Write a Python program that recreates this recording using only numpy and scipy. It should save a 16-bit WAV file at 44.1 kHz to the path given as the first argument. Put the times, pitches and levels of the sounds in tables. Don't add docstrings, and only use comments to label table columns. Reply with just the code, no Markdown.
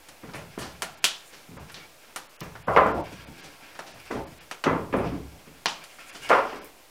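import sys
import numpy as np
from scipy import signal
from scipy.fft import rfft, irfft, next_fast_len
from scipy.io import wavfile
from scipy.ndimage import uniform_filter1d, map_coordinates

SR = 44100
rng = np.random.default_rng(int(sys.argv[2]) if len(sys.argv) > 2 else 0)


def to_linear_factor(level_db):
    exponent = np.asarray(level_db, float) / 20
    return 10 ** exponent


def generate_wav(signal):
    frames = np.transpose(np.atleast_2d(signal))
    scaled = np.clip(frames, -1, 1) * 32767
    pcm = np.round(scaled).astype(np.int16)
    wavfile.write(sys.argv[1], SR, pcm)


N = 304489
SPAN = 20480
HZ = np.fft.rfftfreq(2 * SPAN, 1 / SR)

# (time [s], peak level [dB], weight 600-1800 Hz [dB], brightness 7-15 kHz [dB], ring of the piece [Hz])
SNAPS = [(0.8203, -28.5, -3.5, -1.5, 760), (1.0413, -15.5, -15.5, -5, 3080), (1.7424, -39, -14, -15, 4100),
         (2.16, -34.5, -4, 1, 1270), (2.405, -40.5, -16, -9, 5670), (3.7902, -42.5, 1.5, -8, 700),
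         (4.5116, -36, 1.5, -3.5, 2850), (4.6387, -27.5, 2.5, -12, 3000), (5.657, -20.5, -10.5, -12, 935),
         (6.2898, -34.5, -9, -6.5, 2340), (6.296, -33.5, 7, -11, 1270)]
# (time [s], peak level [dB], weight [dB], brightness [dB])
CRACKLES = [(0.0857, -48, -6.5, -2), (0.2902, -55.5, 10, -22), (0.3355, -44, -2, -19),
            (1.697, -50, -1, -12), (1.7184, -61.5, -25, 12), (1.99, -65, -6, -9), (2.5526, -50.5, 7.5, -32),
            (3.7514, -51, 0, -21), (4.0543, -55, -26, -3), (4.3779, -61, -10, -2), (5.75, -62, -5, -20),
            (5.8386, -47.5, -11, -1), (5.9853, -54.5, 3.5, -17), (6.1482, -56, 8, -7),
            (6.5575, -50, -22, -9)]
# (time [s], peak level [dB], brightness [dB], length [s])
SCUFFS = [(0.29, -60, -15, 0.15), (0.3426, -50, 0.5, 0.2), (0.583, -43.5, 0.5, 0.2),
          (0.6125, -41.5, -15, 0.19), (1.3233, -50, -17, 0.18), (1.756, -47, -33, 0.2),
          (3.1136, -51, -9, 0.087), (3.3743, -53.5, -9, 0.19), (3.433, -49, -11, 0.097),
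          (3.8594, -48, -12, 0.2), (4.106, -47.5, -9, 0.2), (6.1437, -44.5, -11, 0.069),
          (6.214, -53, -6, 0.06)]
# (frequency [Hz], width
# [Hz], level [dB])
SPLINTER_MODES = [(161, 25, 8), (680, 140, -9.5), (970, 130, -25), (1390, 130, 0.5), (1810, 170, 0.5),
                  (2400, 53, -3), (2990, 360, -4), (4200, 48, 0), (4700, 500, -5.5), (5740, 250, -3),
                  (6300, 440, -6.5), (7200, 480, -9)]
# (time [s], peak level [dB], floor thump 50-160 Hz [dB], body 170-420 Hz [dB])
KNOCKS = [(0.578, -35.5, -2, 2.5), (0.623, -36, -8, -7), (2.764, -12.5, -27, -21.5),
          (2.7732, -10.5, -23, -15), (2.7804, -17.5, -14, -34), (2.81, -27, -14, -4),
          (3.954, -53, 1, -25.5), (4.157, -39, 4.5, -1), (4.667, -21, -16, 1), (4.679, -19, -18, -9),
          (4.697, -27.5, -0.5, -4), (4.731, -27, -12, 3.5), (4.76, -32.5, -24, 6.5), (4.798, -43, 8, -11),
          (4.94, -21.5, -7.5, 2), (5.034, -37, 0, 5), (5.052, -38.5, -1, 3), (5.124, -41.5, -4.5, 13),
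          (5.143, -48, -2, 17), (6.305, -14.5, -78, -15.5), (6.315, -12.5, -57, -25),
          (6.329, -13.5, -45, -15.5), (6.345, -29, -44, -21), (6.388, -22, -41, -19),
          (6.529, -34, -31, -2.5), (6.568, -40, -19, -12), (6.61, -50, -21, -8)]
# (time [s], peak level [dB], floor thump [dB], body [dB], edge 2-5 kHz [dB])
THUDS = [(0.233, -45, 2, 5, -5), (0.344, -41, -2.5, -5.5, 4.5), (1.486, -67, 15, 18, -15),
         (1.512, -59.5, 12, 14.5, -1), (1.568, -45, 1.5, -9.5, -8), (2.413, -40, 2.5, -3.5, 2.5),
         (2.673, -30, -15, -21, -42), (2.681, -21, -13, -18, -20), (2.859, -22, -11.5, -7, -11.5),
         (3.123, -55, 10, 9.5, 10), (3.274, -63, 16.5, 18, -21), (4.104, -39, -24, 5.5, -9),
         (4.109, -32.5, -16, -1, -5), (4.657, -26.5, -11, -20, -22), (4.927, -36, -8, 7, 4),
         (4.984, -34, -6, 2.5, -2), (5.083, -49.5, 18, 4, -16), (5.468, -58.5, 4, 10, 10.5),
         (5.826, -59, -49, -16, 5)]
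# (frequency [Hz], width [Hz], level [dB])
BOARD_MODES = [(414, 13, 2), (446, 13, 7.5), (556, 71, 2.5), (656, 22, -0.5), (792, 11, -3),
               (910, 55, -3.5), (1025, 30, 5.5), (1177, 130, 0), (1392, 14, 4), (1670, 40, -20),
               (2016, 20, 4), (2552, 21, -18)]
# (frequency [Hz], width [Hz], level [dB])
AIR_MODES = [(68.8, 6.6, 8.5), (102.8, 3.5, 5), (163, 16, 5), (229.5, 4.1, -3.5), (305, 6.3, -14.5)]
# (time [s], friction level [dB], fineness of the grit [dB])
RUBBING = [(0.0, -58, -14.5), (1.23, -52, 10), (2.15, -58, -2), (2.44, -64, -8), (2.75, -46.5, 6),
           (2.86, -53, -9), (3.17, -50.5, -3.5), (4.5, -53, 1), (4.65, -72, 9), (4.77, -53, 0),
           (4.88, -59, 0), (5.03, -52, -24), (5.51, -58.5, 1), (6.15, -46, 7.5), (6.34, -35, -1),
           (6.57, -50.5, -7), (6.71, -54, -1), (6.9, -68, -10)]
# (start [s], length [s], level [dB])
SLIDES = [
    (0.652, 0.064, -57),
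    (2.834, 0.18, -36.5),
    (4.177, 0.033, -37),
    (4.957, 0.11, -37.5),
    (6.297, 0.11, -67),
]
# (frequency [Hz], level per Hz [dB])
DRAG_TONE = [(30, -13), (100, -8.5), (300, -6.5), (900, -9.5), (1800, -81), (4000, -65)]
# (frequency [Hz], level per Hz [dB])
GRIT_TONE = [(500, -23), (1200, 0.5), (2500, -3.5), (3600, -4), (5500, -15.5), (8000, -28), (14000, -58)]
# (frequency [Hz], level per Hz [dB])
DUST_TONE = [(3000, -37), (7000, -2.5), (12000, -10), (16000, -13.5)]
# (start [s], end [s], pitch [Hz], width [Hz], level [dB])
SQUEAKS = [
    (1.782, 1.875, 2280, 90, -49),
    (1.79, 1.86, 1370, 40, -55),
    (1.79, 1.82, 3050, 90, -53),
    (1.832, 1.875, 890, 30, -52),
    (6.21, 6.285, 2840, 45, -42),
    (6.232, 6.292, 2250, 22, -41),
]
# (time [s], level [dB], pitch [Hz])
TICKS = [
    (2.407, -42, 14500),
    (2.867, -48.5, 7600),
    (4.001, -53.5, 11000),
    (4.967, -51, 10000),
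    (6.645, -45.5, 13800),
]
# (frequency [Hz], time to fall by 60 dB [s])
WALLS = [(60, 0.99), (200, 0.41), (700, 0.48), (2000, 0.33), (5000, 0.36), (12000, 0.19)]
# (frequency [Hz], level per Hz [dB])
HISS_TONE = [(12, -42), (20, -1), (30, -7), (49, -21), (160, -22), (289, -14.5), (535, -6), (1650, -14),
             (2180, -13.5), (8890, -19), (15200, -21.5), (16500, -34)]
# (time [s], length [s], empty above [Hz])
TREBLE_GAPS = [(.961, .012, 7000), (1.010, .02, 5000), (1.587, .012, 7000), (2.283, .01, 5000),
               (2.381, .016, 3000), (2.421, .012, 6500), (2.650, .034, 4500), (2.934, .014, 6000),
               (3.027, .012, 6500), (3.260, .012, 5000), (3.421, .01, 8000), (3.933, .01, 9000),
               (4.257, .014, 5500), (4.397, .012, 5500), (5.673, .014, 7000), (6.116, .014, 6000),
               (6.603, .014, 5500)]


def snaps():
    contact_s, low_under_weight_db = 0.003, -6
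    piece_db, piece_q = 4, 3.3
    scuff_low_db, scuff_weight_db = -5.5, -8.5
    contacts = []
    for s, db, weight_db, bright_db, *pitches in SNAPS + CRACKLES:
        piece = [(hz, hz / piece_q, piece_db) for hz in pitches]
        contacts.append((s, db, weight_db + low_under_weight_db, weight_db, bright_db, contact_s, piece))
    for s, db, bright_db, length_s in SCUFFS:
        contacts.append((s, db, scuff_low_db, scuff_weight_db, bright_db, length_s, []))

    out = np.zeros(N + SPAN)
    for s, db, low_db, weight_db, bright_db, length_s, piece in contacts:
        colour = [(60, low_db - 12.5), (280, low_db + 7.0), (450, low_db + 8.0),
                  (800, weight_db + 5.5), (1500, weight_db + 4.0), (3000, -4.0), (5500, -7),
                  (10000, bright_db - 6), (14500, bright_db - 18.5), (17000, bright_db - 28)]
        ring = resonant(SPLINTER_MODES + piece, base=0.73, scatter_db=2.5)
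        answer = room(2.5, -1.24, 0.1, 0.5 * length_s)
        add_contact(out, s + 0.0007, db, to_linear_factor(along(colour, HZ)) * ring, answer, (2000, 6000))
    return out[:N]


def knocks():
    knock_edge_db, knock_s, thud_s = -8.5, 0.0026, 0.0147
    blows = [(*row, knock_edge_db, knock_s) for row in KNOCKS]
    blows += [(*row, thud_s) for row in THUDS]

    out = np.zeros(N + SPAN)
    for s, db, thump_db, body_db, edge_db, contact_s in blows:
        colour = [(25, thump_db - 0.5), (45, thump_db), (69, thump_db + 8.5), (85, thump_db + 4.5),
                  (120, thump_db + 12.5), (280, body_db + 10.5), (600, 1.0), (1300, -1.5),
                  (2500, edge_db - 4.5), (4200, edge_db - 25), (8000, edge_db - 41), (16000, edge_db - 43)]
        ring = resonant(BOARD_MODES + AIR_MODES, base=0.85, scatter_db=2)
        answer = room(-2.5, 0.6, 0.055, contact_s)
        add_contact(out, s - 0.001, db, to_linear_factor(along(colour, HZ)) * ring, answer, (500, 1600))
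    return out[:N]


def sliding(t):
    rise_db_per_s, fall_db_per_s = 314, 217
    total = np.zeros(N)
    for start, length, db in SLIDES:
        rise = rise_db_per_s * (t - start)
        fall = fall_db_per_s * (start + length - t)
        total += to_linear_factor(db + np.minimum(0, np.minimum(rise, fall)))
    return total


def rubbing():
    t = np.arange(N) / SR
    s, friction, fineness = np.transpose(RUBBING)
    friction_db = np.interp(t, s, friction)
    fine_db = np.interp(t, s, fineness)
    slide = sliding(t)
    drag = to_linear_factor(friction_db - 6 - 0.6 * fine_db) + slide
    grit = to_linear_factor(friction_db - 2) + to_linear_factor(-20) * slide
    dust = to_linear_factor(friction_db - 18 + fine_db)

    out = np.zeros(N)
    for gain, tone in ((drag, DRAG_TONE), (grit, GRIT_TONE), (dust, DUST_TONE)):
        clumps = map_coordinates(rng.standard_normal(300), [t * 30])
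        bursts = np.minimum(rng.exponential(size=N // 64 + 1), 5)
        bursts = np.repeat(bursts, 64)[:N]
        grains = rng.standard_normal(N) * to_linear_factor(3.5 * np.clip(clumps, -2, 2) + 1.8 * bursts)
        answer = irfft(room(-8.5, -9.5, 0.049))[:SPAN]
        wet = signal.fftconvolve(grains, answer)[:N]
        out += gain * coloured(wet, tone)
    return out


def squeaks():
    t, out = np.arange(N) / SR, np.zeros(N)
    for start, end, hz, width_hz, db in SQUEAKS:
        stroke = np.clip(np.minimum(t - start, end - t) / 0.026, 0, 1)
        drift = np.cumsum(rng.standard_normal(N)) * np.sqrt(2 * np.pi * width_hz / SR)
        out += to_linear_factor(db) * stroke * np.sin(2 * np.pi * hz * t + drift)
    return out


def ticks():
    out = np.zeros(N + SPAN)
    for s, db, hz in TICKS:
        colour = [(0.1 * hz, -30), (0.69 * hz, -6), (hz, 0), (1.2 * hz, -10)]
        answer = room(-26, 1.5, 0.03, 0.0008)
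        add_contact(out, s, db, to_linear_factor(along(colour, HZ)), answer, (3000, 17000))
    return out[:N]


def add_contact(out, s, db, gain, answer, band_hz):
    total = np.cumsum(np.abs(answer) ** 2)
    k = np.arange(len(HZ))
    lo = np.maximum(k * 4 // 5 - 20, 0)
    hi = np.minimum(k * 5 // 4 + 20, k[-1])
    room_power = (total[hi] - total[lo]) / (hi - lo)
    z = causal(gain / np.sqrt(room_power)) * answer
    inside = irfft(z * (HZ > band_hz[0]) * (HZ < band_hz[1]))[:SR // 16]
    peak = np.sqrt(uniform_filter1d(inside ** 2, size=300).max())
    out[round(s * SR):][:SPAN] += to_linear_factor(db) / peak * irfft(z)[:SPAN]


def resonant(peaks, base, scatter_db):
    power = base ** 2
    for centre, width, db in peaks:
        strength = to_linear_factor(db + rng.normal(0, scatter_db)) ** 2
        power = power + strength / (1 + (2 * (HZ - centre) / width) ** 2)
    return np.sqrt(power)


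def room(early_db, late_db, early_t60, contact_s=0.00105):
    hz, t, z = signal.stft(rng.standard_normal(SPAN), SR, nperseg=256)
    fade = to_linear_factor(-60 * t / along(WALLS, hz)[:, None])
    tail = signal.istft(z * fade, SR, nperseg=256)[1][:SPAN]
    t = np.arange(SPAN) / SR
    u = t / np.clip(contact_s, 0.0001, 0.08)
    swell = 1 - np.exp(-u)
    direct = rng.standard_normal(SPAN) * np.sqrt(u) * np.exp(-2 * u)
    direct[round(contact_s * SR / 4)] -= 0.45 * np.linalg.norm(direct) * np.exp(-contact_s / 0.02)
    early = rng.standard_normal(SPAN) * np.abs(rng.standard_normal(SPAN))
    early *= to_linear_factor(-60 * t / early_t60) * swell
    tail *= swell * (1 - np.exp(-t / 0.00083))
    total = np.zeros(SPAN)
    for db, part in ((0, direct), (early_db, early), (late_db, tail)):
        total += to_linear_factor(db) * part / np.linalg.norm(part)
    return rfft(total, 2 * SPAN)


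def causal(gain):
    c = irfft(np.log(gain + 1e-6))
    c[1:SPAN] *= 2
    c[SPAN + 1:] = 0
    return np.exp(rfft(c))


def coloured(x, tone):
    m = next_fast_len(N + 8192)
    gain = to_linear_factor(along(tone, np.fft.rfftfreq(m, 1 / SR)))
    return unit(irfft(rfft(x, m) * gain, m)[:N])


def along(points, hz):
    f, v = np.transpose(points)
    return np.interp(np.log(hz + 1), np.log(f + 1), v)


def unit(x):
    return x / np.sqrt(np.mean(x ** 2) + 1e-20)


def hiss():
    return to_linear_factor(-55) * coloured(rng.standard_normal(N), HISS_TONE)


def scene():
    return (snaps() + knocks() + rubbing() + squeaks() + ticks())[None]


def thin_treble(x):
    top_hz = 15900
    hz, t, z = signal.stft(x, SR, nperseg=768, noverlap=672)
    treble = np.abs(z[:, (hz > 9000) & (hz < top_hz)]).mean(axis=1, keepdims=True)
    z[:, hz > top_hz] *= treble > to_linear_factor(-69)
    z[:, hz > 17000] = 0
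    for s, length, edge_hz in TREBLE_GAPS:
        survival = 0.03 + 0.97 / (1 + (hz / (0.85 * edge_hz)) ** 7)
        lost = rng.random(len(hz)) > survival
        z[..., np.abs(t - s) < length / 2 + 0.004] *= 1 - 0.97 * lost[:, None]
    return signal.istft(z, SR, nperseg=768, noverlap=672)[1][:, :N]


def roll_off(x):
    return signal.sosfilt(signal.butter(12, 17140, fs=SR, output="sos"), x)


def record(dry):
    x = dry + hiss() + 0.00097
    x = x / (1 + np.abs(x / 1.05) ** 8) ** (1 / 8)
    mix = thin_treble(x)
    return roll_off(mix)


dry = scene()
out = record(dry)
generate_wav(out)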